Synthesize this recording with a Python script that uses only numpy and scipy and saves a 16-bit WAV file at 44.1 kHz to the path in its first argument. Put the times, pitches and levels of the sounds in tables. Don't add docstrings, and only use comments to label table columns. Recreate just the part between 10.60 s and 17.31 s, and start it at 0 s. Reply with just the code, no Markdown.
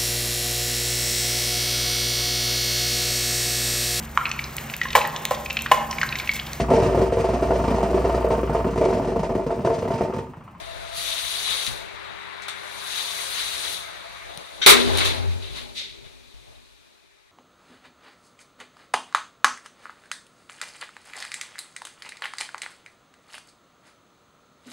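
import sys
import numpy as np
from scipy import signal
from scipy.io import wavfile

SR = 44100
rng = np.random.default_rng(int(sys.argv[2]) if len(sys.argv) > 2 else 0)


def put_to_file(sound):
    columns = np.atleast_2d(sound).T
    safe = np.clip(columns, -1, 1)
    whole_steps = np.round(safe * 32767)
    wavfile.write(sys.argv[1], SR, whole_steps.astype(np.int16))


N = 295981
T = np.arange(N) / SR
EDGES_HZ = 125 * 2 ** (np.arange(29) / 4)
SLAM_S = 4.062

# full speed from in seconds, level in dB,
# rise in seconds per 10 dB, hold in seconds, fall in seconds per 10 dB.
STROKES = [(.37, -33.5, .026, .7, .1), (2.36, -34.5, .2, .78, .1)]
# time of the top in seconds, level in dB,
# rise and fall in seconds per 10 dB.
SURGES = [(.5, -32, .12, .12), (.6, -31, .06, .04), (.74, -32, .08, .1), (.92, -26.5, .1, .13),
          (2.38, -31.5, .1, .12), (2.8, -29.5, .07, .08), (2.94, -33, .06, .05), (3.045, -31.5, .04, .12)]
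# time of the top in seconds,
# level in dB, rise and fall in seconds per 10 dB.
SHUDDERS = [(4.17, -24, .01, .17), (4.39, -26, .05, .1), (4.46, -25, .06, .08), (4.712, -45, .04, .08),
            (4.832, -46.5, .04, .2), (4.978, -36, .055, .07), (5.458, -56, .06, .1)]
# time in seconds, level in dB, tilt in dB per octave.
RESTING = [(0, -46, -1), (.5, -46, 0), (1.3, -51, -8), (1.79, -53, -12), (2.0, -48, -1), (3.3, -49, -1),
           (4.0, -48, 0), (4.6, -54, 0), (5.1, -54, 0), (5.4, -60, -3), (5.95, -58.5, -2), (6.71, -75, -1)]
# frequency in Hz, relative density in dB per Hz.
SEAL_COLOUR = [(530, -41), (900, -17.5), (1030, -10.5), (1120, -10.5), (1500, -12), (2450, -3),
               (2820, -6.5), (3760, 1), (4200, 2), (4550, -8), (4950, -13), (6050, -8), (7680, -18.5),
               (9740, -11.5), (12300, -21), (14100, -25), (15500, -28)]
STROKE_TILT_DB, SURGE_TILT_DB, SHUDDER_TILT_DB = 4.5, -1.5, -3
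SLIDE_SIDE_DB, SHUT_SIDE_DB = 6.8, 4.5
GRIT_PER_S, GRIT_DB = 700, -14.5
ROLLER_HZ, ROLLER_WIDTH_HZ, ROLLER_DB = 529, 16, -31

# start in seconds, level in dB, rise in seconds, hold in seconds,
# T60 in seconds, thin below in Hz, dull above in Hz, left over right in dB.
BLOWS = [(1.066, -29, .001, .01, 0.17, 1500, 9000, 13), (1.820, -36.5, .001, 0.014, 0.38, 3720, 8000, 6),
         (1.883, -31.5, 0.00059, .005, 0.39, 900, 11000, 7), (4.015, -24, 0.0058, .015, 0.6, 1280, 6360, 6),
         (4.062, -4.8, 0.00083, 0.045, 0.37, 200, 15800, 2),
         (4.354, -33, .001, 0.0092, 0.27, 400, 11000, 1), (4.383, -23, .001, 0.0042, .2, 2500, 12100, 3),
         (4.404, -18, .001, 0.0085, 0.22, 890, 4840, 0),
         (4.447, -25, 0.0012, 0.0094, 0.47, 1500, 12300, -3), (4.821, -35, .002, 0.06, .3, 2200, 4500, 3),
         (5.146, -25.5, 0.032, 0.048, 0.8, 2500, 6200, 2),
         (5.13, -38.5, 0.06, 0.042, 0.64, 5000, 12900, 5.5), (5.44, -51, .004, .03, 0.35, 1490, 4300, 15)]
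# frequency in Hz, relative density in dB per Hz.
STRUCK_COLOUR = [(88, -47), (150, -24.5), (339, -13.5), (404, 4), (471, -10.5), (630, -10), (860, -6),
                 (1050, -1), (1340, 1), (1940, -4), (2140, 4), (2920, -4.5), (3690, 3), (4750, -7),
                 (9360, -8.5), (15500, -12.5)]
# frequency in Hz, share of the blow's T60 as a ratio.
RING_TIME = [(150, 0.5), (500, 1.2), (2000, 0.79), (15000, 0.37)]
# frequency in Hz, peak in dB, T60 in seconds.
LEAF_MODES = [(393, -23.5, 1.4), (403, -27, 1.1), (419, -25, .35), (2117, -21, .3), (3603, -22, .3)]
# frequency in Hz, width in Hz, relative level in dB.
LATCH_MODES = [(1500, 60, -7), (2200, 60, -3), (3170, 70, -1), (3730, 60, 0), (4440, 60, -11),
               (5850, 90, -8)]
# loudest from in seconds, level in dB, rise in seconds per 10 dB,
# hold in seconds, fall in seconds per 10 dB.
LATCH_SWELL = (4.019, -26, .003, .02, .03)
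# start in seconds, strength in dB, left over right in dB,
# knock against the tick in dB, knock frequency in Hz.
TICKS = [(.5075, -28, 6, -22, 2500), (1.0660, -21, 0, 3, 3800), (1.821, -40, 6, 4, 6000),
         (1.8830, -30, 9, 9, 1330), (3.7752, -29, 14, -9, 168.5), (4.0625, 1, -6, -19, 2000),
         (4.3539, -28, 5, 8, 2200), (4.3741, -17, 9, -20, 8450), (4.385, -20, 5, 8, 3800)]
KNOCK_CYCLES = 7.3
# start in seconds, strength in dB, frequency in Hz, T60 in seconds.
THUDS = [(1.072, -32, 242, 0.23), (1.078, -26.5, 120.4, 0.31), (4.066, -16.5, 526, .3),
         (5.452, -41, 60, .16), (5.451, -36, 129, 0.12), (5.735, -36, 54, 0.28)]

# frequency in Hz, width in Hz, relative level in dB.
BOOM_MODES = [(32, 53, -5.5), (52, 11, 3.5), (75, 10, -2), (102, 18, -4), (123.6, 10, -3), (156, 20, -7.5)]
# frequency in Hz, width in Hz, relative level in dB.
PANEL_MODES = [(200, 65, -6), (239, 68, -7), (322.3, 41, -4), (360, 34, -4), (491, 120, 2.5), (500, 30, 1),
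               (606, 150, 4), (756, 26, -3.5), (820, 70, 0.5)]
# frequency in Hz, width in Hz, relative level in dB.
FLOOR_MODE = [(87.5, 2.6, 0)]
# frequency in Hz, width in Hz, relative level in dB.
WALL_MODES = [(243, 5.7, -1), (288, 9.4, -7.5), (340, 7, -3), (398, 7, 0.5), (452, 8, -5), (547, 16, -7)]
# time in seconds, boom level in dB, panel level in dB.
TREMBLE = [(0, -53, -47), (.45, -61, -52), (1.5, -66, -55), (2.3, -71, -59), (3.0, -64, -55),
           (4.0, -64, -53), (4.3, -47, -36), (4.5, -49, -38), (4.7, -52, -50), (5.1, -61, -58),
           (5.6, -66, -67), (6.1, -72, -71), (6.71, -81, -74)]
TREMBLE_WAVER_DB, TREMBLE_WAVER_PER_S = 2.5, 5
# time of the top in seconds, boom level in dB, panel level in dB,
# fall in seconds per 10 dB.
JOLTS = [(1.13, -54, -47, .12), (3.07, -60, -52, .1), (4.08, -36, -20.5, .06), (4.94, -48, -56, .1),
         (5.45, -58, -66, .1), (5.78, -62, -70, .15), (5.89, -65, -57.5, .12)]
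JOLT_RISE_S = .04

# frequency in Hz, left peak in dB, right peak in dB,
# both before the hum level over time.
MAINS = [(100, -52, -59), (200, -52, -55), (300, -53, -54), (400, -46, -54), (500, -62, -63)]
# time in seconds, gain in dB.
HUM_LEVEL = [(0, -20), (.55, -18), (.75, 0), (2.2, 0), (3.15, -1), (3.3, -16), (4.0, -30), (6.71, -40)]
# time in seconds, left peak in dB before it wavers.
WHINE_LEVEL = [(0, -41), (.3, -36.5), (.7, -42), (1.25, -46.5), (1.4, -75), (2.2, -56), (2.5, -45),
               (3.1, -44.5), (4.0, -49), (4.3, -72), (6.71, -84)]
WHINE_HZ, WHINE_CLIMB_HZ_PER_S = 666, 3.5

# time in seconds, level in dB, left over right in dB.
DOORWAY = [(0.0, -47, 6), (0.9, -42, 7), (1.3, -44, 6.5), (2.47, -41.5, 6.5), (2.86, -39.5, 2),
           (3.62, -46, 3), (4.07, -51, 0), (4.15, -67, 0), (6.71, -66.5, 2)]
# frequency in Hz, relative density in dB per Hz.
AIR_COLOUR = [(18, -45), (30, -18), (102, -14), (190, -23), (263, -33.5), (399, -25.5), (443, -18),
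              (639, -5), (1050, 2.5), (2360, 3.5), (2910, -9), (3780, -4), (4910, -18), (9680, -28),
              (15500, -37)]
# frequency in Hz, relative density in dB per Hz.
SHUT_AIR_COLOUR = [(530, -30), (900, -7.5), (1120, -16), (1330, -9), (1520, -9.5), (2200, -3.5), (2390, -2),
                   (3070, -3), (3800, -0.5), (6420, -7), (15500, -22)]
SHUT_MODE_HZ, SHUT_MODE_WIDTH_HZ, SHUT_MODE_DB = 2420, 110, 6

# frequency in Hz, gain in dB, T60 in seconds.
PORT_RINGS = [(1200, -13.5, 0.001), (3993, 3, 0.0038), (5556, -3, 0.0038), (9400, -1, 0.0042),
              (13500, -11, .0015)]
# frequency in Hz, left-right correlation from -1 to 1.
LIKENESS = [(60, -.97), (180, -.95), (550, -0.72), (1650, 0.084), (4970, 0.1), (15000, 0.0)]
# frequency in Hz, left over right in dB.
PORT_BALANCE = [(300, 0), (400, 4), (700, 1), (1500, 1), (2400, 0.5), (3600, 3), (4600, -8), (6000, 0.5),
                (7500, 1.5), (9000, 6), (10400, -4.5), (12300, -5), (15000, -9)]
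# frequency in Hz, width in Hz, left gain in dB, right gain in dB.
PORT_PEAKS = [(3820, 650, -9.5, -15), (4036, 200, -15.5, -8.5), (10000, 1300, -7.5, -24.5),
              (11000, 2000, -22.5, -6)]
BASS_BALANCE_DB = 3
OVERLOAD = 1.0
RECORDER_HISS_DB, CUTOFF_HZ = -77, 15680


def seals(bands):
    rest_db, rest_tilt_db = in_time(RESTING)
    strokes = together(swell(*row) for row in STROKES)
    surges = together(swell(s, db, rise, 0, fall) for s, db, rise, fall in SURGES)
    shudders = together(swell(s, db, rise, 0, fall) for s, db, rise, fall in SHUDDERS) * (T > SLAM_S)
    rubs = [(amp(rest_db), rest_tilt_db), (strokes, STROKE_TILT_DB),
            (surges, SURGE_TILT_DB), (shudders, SHUDDER_TILT_DB)]
    level = together(gain for gain, _ in rubs)
    tilt_db = sum(gain ** 2 * db for gain, db in rubs) / level ** 2

    bands = [(hz, np.roll(band, N // 3, axis=1)) for hz, band in bands if hz > 800]
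    hiss = 0
    for hz, band in bands:
        colour_db = at_hz(SEAL_COLOUR, hz) + tilt_db * np.log2(hz / 4000)
        hiss = hiss + amp(colour_db + 1.4 * drift(25)) * band
    hiss = hiss / first_second_std(SEAL_COLOUR, bands)

    rollers = shaken([(ROLLER_HZ, ROLLER_WIDTH_HZ, 0)])
    sizes = amp(5 * np.minimum(rng.exponential(1, (2, N)), 3)) * rng.choice([-1, 1], (2, N))
    grains = sizes * (rng.random(N) < GRIT_PER_S / SR)
    grit = rms_one(port_ring(grains))
    side = pan(np.where(T < SLAM_S, SLIDE_SIDE_DB, SHUT_SIDE_DB))
    return level * side * (hiss + amp(GRIT_DB) * grit + amp(ROLLER_DB) * rollers)


def blows(bands):
    out = np.zeros((2, N))
    even = first_second_std(STRUCK_COLOUR, bands)
    t = T[:SR // 2]
    for s, db, rise, hold, t60, thin_hz, dull_hz, side_db in BLOWS:
        start = round(s * SR)
        for hz, band in bands:
            band_t60 = t60 * at_hz(RING_TIME, hz)
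            shape = np.minimum(t / rise, 1) * amp(-60 * np.maximum(t - hold, 0) / band_t60)
            thin_and_dull = 1 / (1 + (thin_hz / hz) ** 4) / (1 + (hz / dull_hz) ** 6)
            gain = amp(db + at_hz(STRUCK_COLOUR, hz)) * thin_and_dull / even
            noise = band[:, N - start - len(t):N - start]
            out[:, start:start + len(t)] += gain * shape * pan(side_db) * noise
    return out


def latch_and_leaves():
    out, size = np.zeros((2, N)), SR // 5
    start = round(LATCH_SWELL[0] * SR) - size // 10
    out[:, start:start + size] = swell(*LATCH_SWELL)[start:start + size] * shaken(LATCH_MODES, size=size)
    blow = 1.0 * (np.arange(N) == round(SLAM_S * SR))
    return out + sum(amp(db) * ring(blow, hz, t60) for hz, db, t60 in LEAF_MODES)


def ticks():
    out, size = np.zeros((2, N)), SR // 10
    for s, db, side_db, knock_db, knock_hz in TICKS:
        start = round(s * SR)
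        click = amp(db) * pan(side_db) * (np.arange(size) == 0)
        knock = amp(knock_db) * ring(click, knock_hz, KNOCK_CYCLES / knock_hz)
        low_cut = signal.butter(2, min(knock_hz / 2, 800), "high", fs=SR, output="sos")
        out[:, start:start + size] += signal.sosfilt(low_cut, port_ring(click) + knock)
    return out


def thuds():
    out = np.zeros(N)
    for s, db, hz, t60 in THUDS:
        start, push, cycle = round(s * SR), np.zeros(SR // 2), round(SR / hz)
        push[:cycle] = np.hanning(cycle) * 3.6 * hz / SR
        out[start:start + SR // 2] += amp(db) * ring(push, hz, t60)
    return out * [[1], [-.7]]


def car():
    out = 0
    for k, (modes, steady_db) in enumerate(zip((BOOM_MODES, PANEL_MODES), in_time(TREMBLE))):
        gains = [amp(steady_db + TREMBLE_WAVER_DB * drift(TREMBLE_WAVER_PER_S))]
        for s, *levels_db, fall in JOLTS:
            audible = (T > SLAM_S) | (s < SLAM_S)
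            gains.append(swell(s, levels_db[k], JOLT_RISE_S, 0, fall) * audible)
        out = out + together(gains) * shaken(modes)

    floor_gain = swell(4.3, -39.5, rise=.12, hold=.45, fall=.1)
    wall_ring = swell(4.1, -31, rise=.015, hold=.1, fall=.23)
    wall_tail = swell(4.3, -52, rise=.1, hold=.3, fall=.8)
    start = round(SLAM_S * SR)
    for modes, gain in ((FLOOR_MODE, floor_gain), (WALL_MODES, np.hypot(wall_ring, wall_tail))):
        out[:, start:] += gain[start:] * shaken(modes, size=N - start)
    return out


def drive():
    hum = 0
    for hz, left_db, right_db in MAINS:
        hum = hum + amp([[left_db], [right_db]]) * np.sin(2 * np.pi * (hz * T + rng.random()))
    hum_db, = in_time(HUM_LEVEL)
    whine_db, = in_time(WHINE_LEVEL)
    whine_hz = WHINE_HZ + WHINE_CLIMB_HZ_PER_S * T + 14 * drift(30)
    phase = 2 * np.pi * np.cumsum(whine_hz) / SR
    whine = amp(whine_db + 3.5 * drift(20)) * np.array([np.sin(phase), 0.47 * np.sin(phase - 2.3)])
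    return amp(hum_db) * hum * [[1], [-1]] + whine


def outside_air(bands):
    level_db, side_db = in_time(DOORWAY)
    air = mid_one(sum(amp(at_hz(AIR_COLOUR, hz) + 1.6 * drift(12)) * band for hz, band in bands))
    echo = swell(4.27, -39, rise=.03, hold=.2, fall=.17)
    return (amp(level_db) * pan(side_db) + echo) * air


def shut_air(bands):
    air = sum(amp(at_hz(SHUT_AIR_COLOUR, hz)) * band[:, ::-1] for hz, band in bands if hz > 800)
    air = air + amp(SHUT_MODE_DB) * resonate(air, SHUT_MODE_HZ, SHUT_MODE_WIDTH_HZ)
    return swell(4.7, -52.5, rise=.25, hold=0, fall=1.3) * pan(4.2) * mid_one(air)


def shaken(modes, size=N):
    white = rng.standard_normal((2, size))
    body = 0
    for k, (hz, width, db) in enumerate(modes):
        mode = resonate(ports(white, hz), hz, width)
        body = body + amp(db) / np.sqrt(width) * mode * (-1) ** k
    return mid_one(body * pan(BASS_BALANCE_DB))


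def noise_bands():
    white = rng.standard_normal((2, 2, N))
    bands = []
    for k, (low, high) in enumerate(zip(EDGES_HZ, EDGES_HZ[1:])):
        centre = np.sqrt(low * high)
        band_pass = signal.butter(2, [low, high], "band", fs=SR, output="sos")
        bands.append((centre, ports(signal.sosfilt(band_pass, white[k % 2]), centre)))
    return bands


def ports(pair, hz):
    alike = np.clip(at_hz(LIKENESS, hz), -.97, .97)
    difference = np.sqrt((1 - alike) / (1 + alike)) * pair[1] * [[1], [-1]]
    return (pair[0] + difference) * pan(at_hz(PORT_BALANCE, hz))


def port_ring(clicks):
    return sum(amp(db) * ring(clicks, hz, t60) * pan(at_hz(PORT_BALANCE, hz)) for hz, db, t60 in PORT_RINGS)


def resonate(x, hz, width):
    r = np.exp(-np.pi * width / SR)
    return signal.lfilter([(1 - r * r) / 2, 0, (r * r - 1) / 2], [1, -2 * r * np.cos(2 * np.pi * hz / SR), r * r], x)


def ring(clicks, hz, t60):
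    r, w = amp(-60 / (t60 * SR)), 2 * np.pi * hz / SR
    return signal.lfilter([0, np.sin(w)], [1, -2 * r * np.cos(w), r * r], clicks + 1e-18)


def swell(s, db, rise, hold, fall):
    return amp(db - 10 * np.maximum(s - T, 0) / rise - 10 * np.maximum(T - s - hold, 0) / fall)


def together(gains):
    return np.sqrt(sum(g ** 2 for g in gains))


def drift(rate):
    step = 40
    r = np.exp(-2 * np.pi * rate * step / SR)
    slow = signal.lfilter([1], [1, -2 * r, r * r], rng.standard_normal(N // step + 2002))[2000:]
    return np.interp(np.arange(N) / step, np.arange(len(slow)), rms_one(slow))


def pan(db):
    return amp(np.array([db / 2, -db / 2]).reshape(2, -1))


def amp(db):
    return np.exp(np.asarray(db) * (np.log(10) / 20))


def rms_one(x):
    return x / np.sqrt(np.mean(x ** 2) + 1e-20)


def mid_one(x):
    return x / np.sqrt(np.mean(x.mean(axis=0) ** 2))


def first_second_std(colour, bands):
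    return np.std(sum(amp(at_hz(colour, hz)) * band[:, :SR] for hz, band in bands))


def in_time(rows):
    s, *columns = np.vstack(rows).T
    return [np.interp(T, s, c) for c in columns]


def at_hz(points, hz):
    table = np.array(points)
    return np.interp(np.log(hz), np.log(table[:, 0]), table[:, 1])


def scene():
    bands = noise_bands()
    doors = seals(bands) + blows(bands) + latch_and_leaves() + ticks() + thuds()
    return doors + car() + drive() + outside_air(bands) + shut_air(bands)


def record(dry):
    peaks = 0
    for hz, width, left_db, right_db in PORT_PEAKS:
        peaks = peaks + amp([[left_db], [right_db]]) * resonate(dry, hz, width)
    dry = dry + peaks
    clipped = dry / (1 + np.abs(dry / OVERLOAD) ** 6) ** (1 / 6)
    fade = np.clip((6.6 - T) / .3, 0, 1)
    hiss = amp(RECORDER_HISS_DB) * rng.standard_normal((2, N)) * fade
    cut = signal.ellip(14, .3, 75, CUTOFF_HZ, fs=SR, output="sos")
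    return np.clip(signal.sosfilt(cut, clipped + hiss), -1, 1)


dry = scene()
out = record(dry)
put_to_file(out)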